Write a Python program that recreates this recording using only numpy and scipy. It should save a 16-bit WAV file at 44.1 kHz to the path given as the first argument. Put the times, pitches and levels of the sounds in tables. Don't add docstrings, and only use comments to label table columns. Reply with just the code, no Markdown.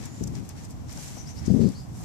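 import sys
import numpy as np
from scipy import signal
from scipy.fft import rfft, irfft
from scipy.io import wavfile
from scipy.ndimage import uniform_filter1d

SR = 44100
rng = np.random.default_rng(int(sys.argv[2]) if len(sys.argv) > 2 else 0)


def transcribe(signal):
    frames = np.atleast_2d(signal).T
    limited = np.clip(frames, -1, 1)
    pcm = np.round(limited * 32767).astype(np.int16)
    wavfile.write(sys.argv[1], SR, pcm)


N = 90360
TIME_S = np.arange(N) / SR


def from_db(db):
    return 10 ** (np.asarray(db) / 20)


def unit_power(x):
    return x / np.sqrt(np.mean(x ** 2) + 1e-20)


def pan(left_minus_right_db):
    return from_db(np.array([[left_minus_right_db], [-left_minus_right_db]]) / 2)


def bin_frequencies_hz():
    return np.maximum(np.fft.rfftfreq(N, 1 / SR), 1)


def colour(x, spectrum, tilt_db_per_octave=0):
    hz = bin_frequencies_hz()
    knots_hz, knots_db = np.transpose(spectrum)
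    shape_db = np.interp(np.log(hz), np.log(knots_hz), knots_db)
    shape_db = shape_db + tilt_db_per_octave * np.log2(np.maximum(hz, 1000) / 4000)
    bass_rolloff = hz / np.hypot(hz, 20)
    return unit_power(irfft(rfft(x) * from_db(shape_db) * bass_rolloff, N))


def coloured_noise(spectrum):
    return colour(rng.standard_normal((2, N)), spectrum)


def lowpass(x, cutoff_hz):
    return signal.sosfilt(signal.butter(2, cutoff_hz, fs=SR, output="sos"), x)


def grains(per_s, spread_db):
    excess_db = spread_db * np.minimum(rng.exponential(1, (2, N)), 4)
    present = rng.random((2, N)) < per_s / SR
    return present * from_db(excess_db) * rng.choice([-1, 1], (2, N))


def swell(peak_s, rise_s, fall_s):
    width_s = np.where(TIME_S < peak_s, rise_s, fall_s)
    return np.exp(-((TIME_S - peak_s) / width_s) ** 2 / np.sqrt(2))


def scuffs():
    # peak t/s, rise/s, fall/s, level/dB, treble tilt/(dB/octave), left-right/dB
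    strokes = [(.035, 0.045, 0.051, -49.5, -1.5, 2), (.17, 0.047, 0.13, -55.5, 0, 0),
               (0.359, 0.019, 0.039, -52, -1.5, 1), (.455, 0.018, 0.027, -58.5, 1.5, 1),
               (.5, 0.012, 0.023, -53, -2, 2), (0.584, 0.022, 0.025, -53, -1.5, 1),
               (.645, 0.025, 0.02, -54, 0, -0.5), (.715, 0.02, 0.012, -56.5, 2.5, 2.5),
               (.905, 0.019, 0.037, -51.5, -1.5, 2), (1.024, 0.065, 0.084, -46.5, 1.5, -2.5),
               (1.17, 0.082, 0.1, -54, 0, -0.5), (1.3, 0.022, 0.02, -52.5, -0.5, 0.5),
               (1.38, 0.026, 0.027, -53.5, 1, 0), (1.44, 0.042, 0.025, -61, -7.5, 10),
               (1.47, 0.037, 0.04, -53, -2, -2.5), (1.56, .06, 0.054, -54, 0.5, 0),
               (1.62, 0.013, 0.018, -54, -3.5, 3), (1.675, 0.054, 0.11, -54, -0.5, -1),
               (1.8, 0.021, 0.082, -68.5, 7, -6), (1.99, 0.044, 0.043, -54, 3, -1.5),
               (2.046, 0.016, .02, -53.5, -1, 0)]
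    # f/Hz, density level/dB
    cloth_spectrum = [(300, -12.5), (800, 4.5), (1300, -2.5), (2000, 1), (3000, -3), (4500, -2.5),
                      (6500, 2.5), (9000, -4.5), (12000, -7.5), (15000, -20.5)]
    slips = grains(per_s=8200, spread_db=4)
    out = 0
    for peak_s, rise_s, fall_s, level_db, tilt, side_db in strokes:
        stroke = swell(peak_s, rise_s, fall_s) * colour(slips, cloth_spectrum, tilt)
        out = out + from_db(level_db) * pan(side_db) * stroke
    return out


def crunches():
    # peak t/s, spread/s, level/dB, left-right/dB, treble tilt/(dB/octave)
    clusters = [(0.057, 0.0034, -43, -1, 0.5), (0.239, 0.0034, -40, 5, -1), (0.277, 0.0035, -42, -2, -2),
                (0.354, 0.0018, -48.5, 13, -8), (0.4925, 0.0022, -43, 1, 5.5), (.651, 0.0058, -52, 0, -4),
                (0.708, 0.0019, -45, 2, 9), (0.895, 0.0017, -49, 7, -10.5), (.913, 0.0017, -51, 12, -3),
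                (.928, 0.0027, -43.5, -3, 5.5), (0.975, 0.0024, -47, 7, -10), (1.465, 0.0097, -49, 6, -6),
                (1.69, 0.0018, -46.5, 2, -1)]
    # f/Hz, density level/dB
    grit_spectrum = [(1000, -27), (3000, -20), (4200, -10.5), (5300, 1.5), (8000, 3.5), (10000, -6),
                     (12000, -7.5), (15000, -9.5)]
    cracks = grains(per_s=10000, spread_db=5)
    out = 0
    for peak_s, spread_s, level_db, side_db, tilt in clusters:
        cluster = swell(peak_s, spread_s, spread_s) * colour(cracks, grit_spectrum, tilt)
        out = out + from_db(level_db) * pan(side_db) * cluster
    return out


def knocks():
    # peak t/s, level/dB
    contacts = [(0.981, -46), (1.171, -43), (2.007, -46)]
    # f/Hz, density level/dB
    knock_spectrum = [(250, -4), (500, -3), (750, 7), (1100, -8), (2500, -26)]
    rise_s, fall_s = 0.006, 0.014
    envelope = sum(from_db(level_db) * swell(peak_s, rise_s, fall_s) for peak_s, level_db in contacts)
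    return coloured_noise(knock_spectrum) * envelope


def buffets():
    # start t/s, start to release/s, release/s, level/dB, eddy rate/Hz
    puffs = [(0.206, 0.014, 0.0083, -22.5, 211), (0.23, 0.026, 0.051, -33.5, 132),
             (0.315, .12, 0.0083, -34.5, 164), (1.474, 0.013, 0.0082, -15, 143.6),
             (1.494, 0.02, 0.0172, -14.5, 203.3), (1.535, .013, 0.0025, -10.5, 198),
             (1.555, 0.015, 0.022, -17, 239), (1.588, 0.078, 0.016, -16, 198),
             (1.675, 0.025, .012, -27.5, 270)]
    # f/eddy rate, density level/dB
    eddy_spectrum = [(.13, -39), (.27, -12), (.47, -7), (.72, -6.5), (.95, 2.5), (1.35, -14), (1.8, -10),
                     (2.3, -16.5), (3.1, -30), (4.2, -36.5), (6.3, -52), (13, -70)]
    attack_s, top_hz, right_leak_db = 0.0056, 795, -40
    evenness = 0.65
    out = 0
    for start_s, hold_s, release_s, level_db, eddy_hz in puffs:
        spectrum = [(multiple * eddy_hz, db) for multiple, db in eddy_spectrum]
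        eddies = colour(rng.standard_normal(N), spectrum)
        strength = np.sqrt(uniform_filter1d(eddies ** 2, size=500) + 1e-6)
        even_eddies = unit_power(eddies / strength ** evenness)
        attack = np.clip((TIME_S - start_s) / attack_s, 0, 1)
        release = np.exp(-np.maximum(TIME_S - start_s - hold_s, 0) / release_s)
        out = out + from_db(level_db) * attack * release * even_eddies
    return lowpass(out, top_hz) * from_db([[0], [right_leak_db]])


def bird():
    notes = [(0.049, 0.091, 6950, 6850, 6960, -60.5, 20, 0.17, -9),
             (0.116, 0.15, 7180, 7120, 6950, -60.5, 20, 0.27, -7),
             (1.165, 0.067, 5550, 5950, 5720, -51, 320, 0.54, 5),
             (1.256, 0.072, 4424, 5900, 6180, -51, 230, 0.39, 2.5),
             (1.36, 0.049, 4650, 5250, 5750, -52.5, 490, 0.31, 4.5),
             (1.439, .09, 4860, 4810, 4610, -58, 250, .4, 5),
             (1.597, .108, 4150, 4595, 4500, -56, 490, 0.34, 3),
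             (1.739, 0.088, 4060, 4760, 4820, -54, 330, 0, -0.5)]
    echo_delays_s = [0.022, 0.0066, .031]
    buzz_rate_hz, fade_s, echo_db = 422.6, 0.017, -10
    jitter_hz = 482 * unit_power(lowpass(rng.standard_normal(N), 640))
    song = np.zeros((2, N))
    for start_s, length_s, first_hz, middle_hz, last_hz, level_db, buzz_hz, roughness, side_db in notes:
        parabola = np.polyfit([0, .5, 1], [first_hz, middle_hz, last_hz], 2)
        glide_hz = np.polyval(parabola, np.clip((TIME_S - start_s) / length_s, 0, 1))
        warble_hz = buzz_hz * np.sin(2 * np.pi * buzz_rate_hz * TIME_S)
        pitch_hz = glide_hz + warble_hz + roughness * jitter_hz
        edge_s = np.minimum(TIME_S - start_s, start_s + length_s - TIME_S)
        gate = np.clip(edge_s / fade_s, 0, 1)
        whistle = np.sin(2 * np.pi * np.cumsum(pitch_hz) / SR)
        song += from_db(level_db) * pan(side_db) * gate * whistle
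    echoes = np.zeros((2, N))
    for channel in range(2):
        for delay_s in echo_delays_s:
            arrival_s = delay_s * rng.uniform(.8, 1.4)
            echoes[channel] += np.interp(TIME_S - arrival_s, TIME_S, song[channel])
    return song + from_db(echo_db) * echoes


def wind():
    # t/s, left level/dB, right level/dB
    wind_level = [(0, -33, -42), (.15, -42, -48), (.27, -30.5, -39), (.45, -44, -46.5), (.8, -40, -41.5),
                  (1.05, -39.5, -48), (1.33, -42.5, -42), (1.43, -39, -34), (1.52, -32, -46.5),
                  (1.8, -43, -41), (2.05, -40, -42)]
    # f/Hz, density level/dB
    wind_spectrum = [(20, -45), (35, -22.5), (60, -6.5), (110, -0.5), (170, -3.5), (280, -9.5), (400, -20),
                     (700, -27.5), (1500, -55)]
    knots_s, *sides_db = np.transpose(wind_level)
    gains = from_db([np.interp(TIME_S, knots_s, side_db) for side_db in sides_db])
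    return gains * coloured_noise(wind_spectrum)


def traffic():
    # f/Hz, density level/dB
    traffic_spectrum = [(100, -0.5), (300, 4), (480, -3.5), (750, 1), (1100, -7.5), (1600, -16.5),
                        (2500, -20), (4000, -23), (7000, -20.5), (10000, -28), (15000, -30)]
    return from_db(-49) * coloured_noise(traffic_spectrum)


def scene():
    return scuffs() + crunches() + knocks() + buffets() + bird() + wind() + traffic()


def record(dry):
    # f/Hz, left level/dB, right level/dB
    port_response = [(40, -1.5, 13.5), (116, 2.5, 6), (250, 2.5, 0), (425, -0.5, -2.5), (730, -2, -3),
                     (1500, 3.5, -0.5), (3100, 3, 0.5), (4580, 4.5, 1), (5880, 8.5, -3.5), (6930, 1, 4),
                     (7420, 1, 7), (8700, 0.5, 2.5), (11000, 1.5, 0.5), (15000, 0, 3)]
    low_cut_hz, top_cut_hz = 39, 14600
    knots_hz, *sides_db = np.transpose(port_response)
    log_hz = np.log(bin_frequencies_hz())
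    gains = from_db([np.interp(log_hz, np.log(knots_hz), side_db) for side_db in sides_db])
    heard = irfft(rfft(dry) * gains, N)
    heard = signal.sosfilt(signal.butter(3, low_cut_hz, "high", fs=SR, output="sos"), heard)
    return signal.sosfilt(signal.ellip(12, .1, 80, top_cut_hz, fs=SR, output="sos"), heard)


dry = scene()
out = record(dry)
transcribe(out)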